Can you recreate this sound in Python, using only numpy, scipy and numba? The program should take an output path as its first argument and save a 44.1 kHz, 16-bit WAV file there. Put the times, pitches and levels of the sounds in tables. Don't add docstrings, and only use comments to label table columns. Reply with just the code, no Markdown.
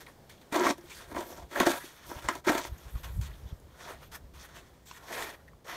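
import sys
import numpy as np
from scipy import signal
from scipy.fft import rfft, irfft
from scipy.io import wavfile
from scipy.ndimage import uniform_filter1d
from numba import njit

SR = 44100
rng = np.random.default_rng(int(sys.argv[2]) if len(sys.argv) > 2 else 0)


def generate_wav(signal):
    frames = np.transpose(np.atleast_2d(signal))
    scaled = np.clip(frames, -1, 1) * 32767
    pcm = np.round(scaled).astype(np.int16)
    wavfile.write(sys.argv[1], SR, pcm)


def gain_from_decibels(decibels):
    exponent = np.asarray(decibels, float) / 20
    return 10 ** exponent


N = 254016

# (frequency [Hz], density [dB per Hz])
GRIT_SPECTRUM = [(1650, -11.5), (2800, 3), (2990, -3), (3500, 1.5), (4100, -5), (4470, -2.5), (4860, -8.5),
                 (5210, -5.5), (6170, -3.5), (7470, -8), (9390, -11), (10300, -16), (13400, -62),
                 (22000, -120)]
# (frequency [Hz], density [dB per Hz])
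SPRAY_SPECTRUM = [(6060, -12), (10300, -4), (10800, -6), (12400, -1), (14000, -8), (15800, -7.5)]


def shovel():
    # (time [s], peak [dB], place towards the belly and away from the rim [dB], grit [dB])
    knocks = [(0.526, -30.5, -7, -6), (0.544, -28.5, -4, -7), (0.557, -28.5, 6.5, -8.5),
              (0.608, -34, 11, -1), (0.653, -35, -4, -2), (0.669, -25, -4, -3), (0.704, -24, -6.5, -20),
              (0.780, -45.5, 9, -3.5), (1.114, -39.5, -6, -20), (1.147, -33, 0, -28), (1.163, -32, -5, -18),
              (1.207, -40, 3, 0.5), (1.512, -43, -5, -10), (1.528, -40, -8, -7), (1.559, -34, -6, -9),
              (1.601, -19, 0.5, -1), (1.623, -36, 12, -21), (1.668, -19.5, -4, -10),
              (1.699, -28.5, 8.5, -8), (1.839, -49, 12, -7), (2.114, -35.5, 2, -15), (2.243, -49, 2, -10),
              (2.287, -35, 1, -14), (2.353, -37.5, 2, -1.5), (2.471, -25.5, 8, -22),
              (2.483, -24.5, -9, -18), (2.496, -20.5, 5, -22), (2.519, -28.5, 5, -6),
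              (2.549, -26.5, 3.5, -10), (2.579, -35, -8, 7), (2.649, -36, -6, -12)]
    # (frequency [Hz], width [Hz], level [dB])
    belly_modes = [(259.5, 61, -1.5), (347, 55, 4), (412.6, 90, -4)]
    blade_modes = [(560, 73, 3.5), (714, 76, 2.5), (906, 85, 2.5), (995, 70, 3.5), (1144, 30, -0.5)]
    rim_modes = [(1330, 103, 3), (1620, 110, 3), (1880, 160, -1), (2100, 147, 1), (2310, 590, -6.5)]
    # (time [s], level [dB], frequency [Hz], width [Hz])
    chips = [(0.597, -27, 5860, 2500), (0.666, 0, 1140, 200), (0.667, -7, 2150, 300),
             (1.602, -20.5, 4650, 2500), (1.604, -18, 1560, 300), (1.605, -2.5, 960, 200),
             (1.669, -6.5, 696, 200), (1.67, -11, 1030, 200), (2.287, -17, 7000, 1500),
             (2.288, -13, 1030, 129), (2.2865, -7, 1990, 197), (2.287, -5.5, 2980, 200),
             (2.29, -10, 1320, 120), (2.496, -23.5, 6130, 900), (3.6, -54, 6800, 1170),
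             (3.6, -51, 10140, 1500), (3.988, -56, 4500, 3000), (4.913, -41, 5500, 1000),
             (5.228, -38, 4500, 900), (0.703, -11, 1150, 300), (0.703, -26.5, 3500, 1500),
             (4.914, -40, 1020, 160), (5.481, -42, 1880, 220), (5.534, -39, 1100, 350)]
    knock_t60_s, knock_boom_db, knock_rim_db = 0.048, -2.5, -5

    blade, belly, rim, grit, spray = pressure()
    lean = gain_from_decibels(0.6 * walk(30))
    forces = [belly * gain_from_decibels(-3.0) * slips(1200, 2.9, 0.87, 45.37),
              blade * gain_from_decibels(-5.5) * lean * slips(2500, 3.2, 1.1, 70),
              rim * gain_from_decibels(-7.0) / lean * slips(4000, 2.5, 1.3, 70),
              grit * gain_from_decibels(-1.1) * slips(4000, 3.5, 1.8, 90),
              spray * gain_from_decibels(-0.9) * slips(10000, 2.7, 1.7, 80)]

    for s, db, place_db, grit_db in knocks:
        parts = [(knock_boom_db + place_db, 0.5, 0.9),
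                 (-1.5, 0.5, 0.8),
                 (knock_rim_db - place_db, 0.45, 0.6),
                 (grit_db - 2.5, 0.7, 0.15),
                 (grit_db - 5.5, 0.6, 0.1)]
        for force, (part_db, share, blow) in zip(forces, parts):
            strike(force, s, gain_from_decibels(db + part_db), t60=share * knock_t60_s, rise=0.0012, blow=blow)

    bodies = [ring(force, modes) for force, modes in zip(forces, (belly_modes, blade_modes, rim_modes))]
    out = sum(bodies) + colour(forces[3], GRIT_SPECTRUM) + colour(forces[4], SPRAY_SPECTRUM)

    for s, db, hz, width in chips:
        chip = np.zeros(SR // 10)
        strike(chip, 0.01, gain_from_decibels(db + 6), t60=0.01, rise=0.0006, blow=0.8)
        start = int((s - 0.01) * SR)
        out[start:start + len(chip)] += band_pass(band_pass(chip, hz, width), hz, 3 * width)
    return out


def pressure():
    # (time [s], level [dB])
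    shoves = [
        [(0.518, -51), (0.524, -33), (0.562, -25), (0.58, -29.5), (0.592, -27.5), (0.614, -30), (0.638, -31)],
        [(0.645, -29), (0.671, -25), (0.685, -26), (0.697, -28.5), (0.712, -30), (0.735, -53.5), (0.765, -71),
         (0.79, -52)],
        [(1.08, -52), (1.106, -51), (1.124, -42.5), (1.134, -47.5), (1.166, -31.5), (1.204, -37.5),
         (1.208, -36), (1.24, -44)],
        [(1.247, -47.5), (1.277, -45), (1.313, -42), (1.359, -50), (1.377, -43), (1.407, -51.5), (1.433, -48.5),
         (1.47, -69)],
        [(1.49, -65), (1.512, -46.5), (1.55, -39), (1.558, -31.5), (1.594, -30), (1.612, -24), (1.64, -29),
         (1.648, -40)],
        [(1.655, -34), (1.666, -23), (1.672, -23), (1.689, -30), (1.71, -28.5), (1.73, -31), (1.783, -39.5),
         (1.8, -70)],
        [(2.04, -71), (2.06, -54), (2.076, -54), (2.102, -43), (2.116, -42.5), (2.144, -47.5), (2.19, -44.5),
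         (2.214, -55), (2.225, -50)],
        [(2.232, -51), (2.249, -40), (2.278, -49), (2.29, -26.5), (2.32, -42.5), (2.344, -46), (2.356, -43.5),
         (2.4, -57)],
        [(2.45, -40), (2.463, -44), (2.471, -28), (2.495, -21), (2.511, -33), (2.533, -31.5)],
        [(2.54, -35), (2.552, -28), (2.568, -33.5), (2.59, -32.5), (2.604, -39.5), (2.64, -45), (2.65, -40),
         (2.676, -42.5), (2.71, -63.5)],
    ]
    # (boom [dB], rim [dB], grit [dB], spray [dB])
    grips = [(-4, 1.5, -11, -18.5), (-1.5, 0.5, -8, -17), (-2.5, -2, -14, -17.5), (-8, -5, -12, -23),
             (-5.5, 2.5, -8, -14), (-7, 0.8, -7.5, -12), (-7, -0.5, -8.5, -10.5), (-7.5, 2.5, -10, -13.5),
             (-12, 2, -10, -14.5), (-9, -2, -6.5, -10.5)]
    # (boom [dB], rim [dB], grit [dB], spray [dB])
    lightness = (0.018, 0.011, 0.18, 0.27)
    firm_db = -35

    t, drives = np.arange(N) / SR, 0
    for rows, grip in zip(shoves, grips):
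        s, db = np.transpose(rows)
        fade = np.clip(np.minimum(t - s[0] + 0.011, s[-1] + 0.012 - t) / 0.013, 0, 1)
        press_db = np.interp(t, s, db)
        above = [part_db + gain * (firm_db - press_db) for part_db, gain in zip(grip, lightness)]
        drives = drives + fade * np.array([gain_from_decibels(press_db + part_db) for part_db in [0, *above]])
    return drives


def slips(rate, spread_db, chatter_db, chatter_rate):
    caught = rng.random(N) < rate / SR
    size = gain_from_decibels(spread_db * np.minimum(rng.exponential(size=N), 4.5))
    force = caught * size * np.sign(noise())
    return unit(force * gain_from_decibels(chatter_db * walk(chatter_rate)))


def catches():
    # (time [s], peak [dB], frequency [Hz], decay by 60 dB [s])
    pings = [(0.524, -28.5, 282, .08), (0.556, -23, 666, 0.076), (0.611, -26, 352, 0.18),
             (0.666, -19.5, 1100, .04), (0.668, -25, 1330, .04), (0.669, -28, 304, 0.12),
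             (0.703, -23, 275, 0.072), (0.782, -39.5, 340, 0.12), (0.84, -44.5, 347, 0.11),
             (0.917, -42, 2320, .03), (1.006, -46, 1000, .05), (1.121, -35.5, 295, .1),
             (1.149, -33, 990, .04), (1.161, -30, 322, 0.11), (1.174, -32, 1000, .04),
             (1.174, -33, 397, 0.052), (1.208, -28.5, 630, .03), (1.559, -24.5, 1665, 0.034),
             (1.602, -17, 258, 0.066), (1.604, -31, 182, 0.11), (1.603, -17.5, 714, 0.058),
             (1.607, -21, 1094, 0.057), (1.617, -23, 1500, 0.027), (1.668, -17, 340, 0.11),
             (1.668, -25, 930, .04), (1.675, -35, 627, .06), (2.115, -36.5, 972, 0.081),
             (2.2871, -17, 1024, 0.034), (2.2905, -27, 1160, 0.023), (2.25, -45, 1000, .05),
             (2.354, -36, 990, 0.043), (2.469, -24, 377, .07), (2.495, -17.5, 302, 0.11),
             (2.649, -42, 940, 0.034), (2.954, -41, 1270, .02), (4.9123, -39, 1500, 0.011),
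             (4.9124, -40, 2770, 0.011), (4.9127, -45, 4200, .008), (4.913, -34.5, 1010, 0.024),
             (5.132, -32, 1960, 0.022), (5.18, -32, 1770, .015), (5.2238, -29, 1870, .02),
             (5.2233, -31.5, 3520, .012), (5.224, -34, 950, .025), (5.533, -51, 1200, .015),
             (0.81, -58, 13000, .01), (1.174, -48, 12500, .012), (1.175, -52, 5940, .015),
             (1.205, -46, 7360, .015), (4.551, -62, 12500, .008)]
    rise_turns = 0.3

    out, t = np.zeros(N + SR), np.arange(SR // 4) / SR
    for s, db, hz, t60 in pings:
        rise = np.minimum(t * hz / rise_turns, 1)
        decay = 1000. ** (-t / max(t60, 0.005))
        start = int(s * SR)
        out[start:start + len(t)] += gain_from_decibels(db) * rise * decay * np.sin(2 * np.pi * hz * t)
    return out[:N]


def boots():
    # (time [s], peak [dB], frequency [Hz], grit
    # [dB])
    snaps = [(0.065, -48, 2190, -10), (0.298, -47, 1820, -0.5), (1.808, -54, 1820, -30),
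             (2.954, -43, 1260, -8), (3.213, -45, 1880, -13), (2.114, -21, 624, -39),
             (4.913, -50, 1050, -10), (5.08, -42, 1830, -20), (5.12, -39, 620, -25),
             (5.133, -41, 1850, -22), (5.18, -34, 1820, -9), (5.227, -36, 1850, -1),
             (5.341, -44, 1750, -22), (5.481, -52.5, 1840, -9), (5.697, -40, 1280, -5)]
    # (frequency [Hz], width [Hz], level [dB])
    sole_modes = [(950, 200, 5), (1446, 380, 4), (1820, 280, 5.5), (2540, 1600, -7)]
    heel_modes = [(360, 180, -4), (694, 160, -0.5)]
    snap_t60_s = 0.039

    crunch, heel, grit, spray = tread()
    sole = ring(crunch * gain_from_decibels(-0.6) * slips(4000, 2.3, 1.1, 50), sole_modes)
    sole += ring(heel * slips(2000, 1.1, 2.2, 40), heel_modes)
    grit = grit * gain_from_decibels(-0.6) * slips(7000, 2.9, 1.5, 60)
    spray = spray * gain_from_decibels(-0.6) * slips(14000, 2.2, 1.2, 60)

    for s, db, hz, grit_db in snaps:
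        crack, start = np.zeros(SR // 5), int((s - 0.01) * SR)
        strike(crack, 0.01, gain_from_decibels(db), t60=snap_t60_s, rise=0.001, blow=0.45)
        crack = crack[:N - start]
        spot = slice(start, start + len(crack))
        sole[spot] += gain_from_decibels(9.0) * band_pass(band_pass(crack, hz, 0.22 * hz), hz, 1.4 * hz)
        sole[spot] += gain_from_decibels(grit_db - 2) * band_pass(crack, 1800., 2200.)
        grit[spot] += gain_from_decibels(grit_db - 3.5) * crack
        spray[spot] += gain_from_decibels(grit_db - 5) * crack
    return sole + colour(grit, GRIT_SPECTRUM) + colour(spray, SPRAY_SPECTRUM)


def tread():
    # (peak time [s], crunch [dB], rise [s], fall [s], dryness [dB])
    scuffs = [(0.013, -50.5, 0.027, 0.035, 1), (1.012, -50.5, 0.054, 0.097, -3.5),
              (1.818, -56.5, 0.027, 0.099, -4), (3.065, -52, 0.043, 0.13, -5), (3.3, -59, .08, 0.27, -3.5),
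              (3.918, -46, 0.18, 0.068, -5), (4.03, -51.5, 0.046, 0.036, -5.5),
              (4.49, -56, 0.024, 0.12, -5.5), (4.562, -51.5, 0.047, 0.1, -2.3), (4.68, -64, 0.15, 0.35, -3),
              (5.085, -48, 0.023, 0.099, -4), (5.11, -43.5, 0.024, 0.1, -12.5), (5.4, -64, 0.067, 0.23, -9),
              (0.087, -55, .05, 0.061, -3.5), (0.295, -58, 0.0044, 0.095, 5.5),
                (0.54, -69, 0.18, 0.045, -4), (1.106, -53, 0.072, 0.036, -11), (1.872, -57, 0.32, 0.13, 6),
                (2.05, -58, 0.52, 0.053, -1), (0.81, -60, 0.0085, 0.12, -5), (0.885, -60, 0.062, .1, 5.5),
                (3.11, -70.5, .2, 0.13, 7), (4.075, -68, 0.11, 0.018, 6), (3.9, -52, 0.023, 0.068, 1),
                (2.975, -58, 0.12, 0.11, -1), (3.505, -63, 0.22, 0.071, -1.5), (3.68, -77, 0.4, 0.12, -10),
                (4.25, -76, 0.15, 0.28, -8), (3.8, -54.5, 0.066, 0.26, -3), (0.415, -63, 0.018, 0.066, 2),
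                (5.3, -63, 0.037, 0.034, -6), (5.04, -53, 0.12, 0.13, -6.5)]
    # (time [s], length [s], first level [dB], last level [dB], dryness [dB])
    slides = [(0.9, 0.092, -56, -61, 8), (2.70, 0.198, -62, -57.5, -3.5), (3.034, 0.015, -49, -45, -0.5),
              (3.213, 0.065, -54, -58.5, 6), (4.118, 0.041, -53, -46.5, 1), (4.338, 0.12, -61, -52, 0.5),
              (4.858, 0.12, -63.5, -59.5, 4.5), (5.121, 0.12, -40.5, -40.5, -3.5),
              (5.245, 0.059, -44.5, -46, -5.5), (5.311, 0.039, -50.5, -53, -7),
              (5.646, 0.031, -59, -52, -4), (5.682, 0.099, -45, -43.5, -5)]
    # (peak time [s], level [dB], rise [s], fall [s])
    sifts = [
        (0.85, -60, 0.11, 0.5),
        (1.3, -51.5, 0.21, 0.14),
        (1.78, -51.5, 0.18, 0.29),
        (2.95, -59.5, 0.49, 0.9),
        (3.17, -58, 0.12, 0.12),
        (5.2, -48.5, 0.16, 0.16),
    ]
    touch_s, lift_s = 0.0046, 0.023
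    light_db = -55
    heel_db, heel_per_dry, heel_per_load = -9, -0.8, 0.13
    spray_db, spray_per_dry = -6, 0.93

    flat = [(*row[:-1], touch_s, lift_s, row[-1]) for row in slides]
    events = peaked(scuffs) + flat
    s, length, first_db, last_db, rise, fall, dry_db = np.transpose(events)
    heel_above = heel_db + heel_per_dry * dry_db + heel_per_load * (first_db - light_db)
    spray_above = spray_db + spray_per_dry * dry_db
    crunch, heel, grit, spray = [swells(zip(s, length, first_db + up, last_db + up, rise, fall))
                                 for up in (0, heel_above, dry_db, spray_above)]
    return crunch, heel, grit, np.hypot(spray, swells(peaked(sifts)))


def creaks():
    # (time [s], length [s], level [dB], frequency [Hz])
    squeaks = [(0.299, 0.015, -55, 2020), (0.296, 0.01, -61, 3200), (0.897, 0.033, -54, 2460),
               (0.904, .03, -56, 3400), (0.923, .07, -60, 4700), (0.959, 0.042, -54.5, 1750),
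               (1.205, .03, -55, 3300), (1.801, 0.038, -51, 1800), (3.326, 0.017, -62.5, 3400),
               (3.465, 0.05, -64, 3370), (3.698, 0.11, -72, 3380), (4.115, 0.018, -57, 1600),
               (4.126, 0.025, -57, 960), (4.141, 0.02, -51, 1810), (4.941, 0.038, -60, 1770),
               (4.937, 0.034, -66, 3300), (5.03, 0.041, -55.5, 1000), (5.078, 0.027, -54, 1840),
               (5.141, 0.14, -52, 2340), (5.249, 0.066, -52, 1840), (5.336, 0.012, -50, 1900),
               (5.476, 0.011, -55.5, 1900), (5.646, .03, -53, 500), (5.69, .04, -56, 3340),
               (0.062, .008, -53.5, 3800), (0.063, .008, -51, 2100), (2.775, .012, -60, 6500),
               (2.775, 0.011, -64, 12500), (2.9, 0.11, -63.5, 12300), (3.035, 0.018, -58, 5500),
               (4.03, .05, -68, 13000), (4.115, 0.049, -57, 5170), (4.86, .04, -64, 14000),
               (0.635, .03, -37, 1120), (3.311, .008, -56, 2000), (0.377, .004, -60, 3300),
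               (0.808, .004, -59, 5500), (4.548, 0.054, -59.5, 2780), (5.307, .045, -65, 2500)]
    share, edge_s, grain_db = 0.18, 0.0054, 3.5

    out, t = np.zeros(N + SR), np.arange(SR // 4) / SR
    for s, length, db, hz in squeaks:
        chance = rng.standard_normal((2, len(t)))
        grains = chance[0] * gain_from_decibels(grain_db * chance[1])
        band = unit(band_pass(band_pass(grains, hz, share * hz), hz, 2 * share * hz))
        fade = np.clip(np.minimum(t, length + edge_s - t) / edge_s, 0, 1)
        start = int(s * SR)
        out[start:start + len(t)] += gain_from_decibels(db) * band * fade
    return out[:N]


def wind():
    # (peak time [s], level [dB], rise [s], fall [s])
    gusts = [(0.4, -73, 1.5, 0.6), (1.14, -51.5, 0.2, 0.13), (1.44, -47.5, 0.12, 0.043),
             (1.6, -50, 0.045, 0.17), (1.92, -73, 0.26, .15), (2.09, -48.5, 0.055, 0.036),
             (2.164, -34.5, 0.015, 0.021), (2.254, -37.5, 0.027, 0.04), (2.388, -52, 0.099, 0.034),
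             (2.494, -55, .058, .5), (2.722, -35.5, 0.064, 0.035), (2.87, -44.5, 0.038, 0.044),
             (2.958, -28.5, 0.027, 0.032), (3.1, -39.5, 0.19, 0.082), (3.195, -27, 0.089, 0.076),
             (3.306, -43, 0.18, 0.14), (3.458, -37.5, 0.042, 0.031), (3.528, -33, 0.015, 0.024),
             (3.65, -54, 0.28, 0.17), (4.0, -56, 0.49, 0.68), (4.25, -50.5, 0.14, 0.083),
             (4.36, -52, 0.13, 0.14), (4.55, -60.5, 0.13, 1), (5.18, -62, .15, 1.1),
             (5.52, -58, 0.12, 0.11), (5.76, -64, 0.26, .2)]
    calm_db, flutter_db, flutter_power = -74, -37, 0.49

    gust = swells(peaked(gusts)) + gain_from_decibels(calm_db)
    thump = gust * eddies(59.5, 44.6, 0.26)
    flutter = gust ** flutter_power * gain_from_decibels(flutter_db) * eddies(143.0, 55.0, 0.41)
    return thump + flutter


def eddies(hz, width, evenness):
    x = band_pass(noise(), hz, width)
    x = band_pass(band_pass(x, hz, 1.5 * width), hz, 2.0 * width)
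    envelope = uniform_filter1d(np.abs(signal.hilbert(x)), int(SR / hz))
    return unit(x / (envelope + 0.15 * envelope.mean()) ** np.clip(evenness, 0, 1))


def air():
    # (frequency [Hz], density [dB per Hz])
    air_spectrum = [(53, -23), (90, 0.5), (296, -4), (581, -5), (1470, -18), (1830, -18.5), (2590, -25),
                    (3360, -23), (4960, -25.5), (7020, -27.5), (10600, -30), (12600, -29.5), (16000, -30)]
    # (time [s], level [dB])
    traffic = [
        (0, 4.5),
        (1.0, 2.5),
        (2.0, -0.5),
        (3.0, 1.5),
        (3.7, 2.6),
        (4.3, 0.5),
        (4.8, 0),
        (5.76, -1),
    ]
    air_db = -60.5

    swell_db = np.interp(np.arange(N) / SR, *np.transpose(traffic))
    flicker_db = 0.7 * walk(10)
    return gain_from_decibels(air_db + swell_db + flicker_db) * colour(noise(), air_spectrum)


def strike(target, s, gain, t60, rise, blow):
    t = np.arange(int(SR * 0.15)) / SR
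    shape = gain * np.minimum(t / rise, 1) * 1000. ** (-t / max(t60, 0.004))
    hit = shape * rng.standard_normal(len(t))
    hit[int(rise * SR)] = blow * np.sqrt(np.sum(shape ** 2))
    start = max(int((s - rise) * SR), 0)
    target[start:start + len(t)] += hit[:len(target) - start]


def peaked(rows):
    return [(s, 0, db, db, *rest) for s, db, *rest in rows]


def swells(rows):
    t, power = np.arange(N) / SR, 0
    for s, length, first_db, last_db, rise, fall in rows:
        before, after = (s - t) / max(rise, 0.003), (t - s - length) / max(fall, 0.003)
        edge = np.maximum(0, np.maximum(before, after))
        level_db = np.interp(t, [s, s + length + 1 / SR], [first_db, last_db])
        power = power + gain_from_decibels(level_db - 20 * edge) ** 2
    return np.sqrt(power)


def patchy(x, patchy_db, rate):
    out = x
    for hz in 700 * 2 ** np.arange(0, 4.5, 0.5):
        gain = gain_from_decibels(patchy_db * walk(rate) - patchy_db ** 2 / 9)
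        out = out + (gain - 1) * band_pass(x, hz, hz / 3)
    return out


def unit(x):
    return x / np.sqrt(np.mean(x ** 2))


def noise():
    return rng.standard_normal(N)


def walk(rate):
    k = int(SR / rate)
    held = np.repeat(rng.standard_normal(N // k + 1), k)
    return unit(uniform_filter1d(uniform_filter1d(held, k), k)[:N])


@njit
def band_pass(x, hz, width):
    y, b, l = np.empty(len(x)), 0., 0.
    g, k = np.tan(np.pi * hz / SR), width / hz
    for i in range(len(x)):
        v = (b + g * (x[i] - l)) / (1 + g * (g + k))
        b, l, y[i] = 2 * v - b, l + 2 * g * v, k * v
    return y


def ring(x, modes):
    def body(v):
        return sum((-1) ** k * gain_from_decibels(db) * band_pass(v, hz, width) for k, (hz, width, db) in enumerate(modes))

    click = np.zeros(4096)
    click[0] = 1
    return body(x + 1e-18) / np.sqrt(np.sum(body(click) ** 2))


def colour(x, points):
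    hz, db = np.transpose(points)
    bins_hz = np.arange(1, 514) * SR / 1024
    cepstrum = irfft(np.interp(np.log(bins_hz), np.log(hz), db) * np.log(10) / 20)
    cepstrum[1:512] *= 2
    cepstrum[513:] = 0
    response = irfft(np.exp(rfft(cepstrum)))[:512]
    return signal.fftconvolve(x, response / np.sqrt(np.sum(response ** 2)))[:len(x)]


def scene():
    near = patchy(shovel() + boots(), patchy_db=1.6, rate=30)
    near = near - 0.65 * band_pass(near, 2700., 320.)
    near = near + catches() + creaks()

    drift = 0
    for hz in (5500., 7500., 9500., 12300., 14500.):
        drift = drift + (gain_from_decibels(2.0 * walk(16) - 0.45) - 1) * band_pass(near, hz, hz / 5)
    near = near + drift

    t = np.arange(int(0.12 * SR)) / SR
    wall = rng.standard_normal(len(t)) * 1000. ** (-t / 0.12) * (t > 0.004)
    echo = signal.fftconvolve(near, wall / np.sqrt(np.sum(wall ** 2)))[:N]
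    return (near + gain_from_decibels(-13) * echo + wind() + air())[None]


def top_cut(x):
    return signal.sosfilt(signal.butter(12, 17000, fs=SR, output="sos"), x)


def record(dry):
    dulled = dry - 0.46 * band_pass(dry[0], 10330., 830.)
    low_pass = signal.ellip(10, 0.2, 80, 15580, fs=SR, output="sos")
    mix = signal.sosfilt(low_pass, dulled)
    return top_cut(mix)


dry = scene()
out = record(dry)
generate_wav(out)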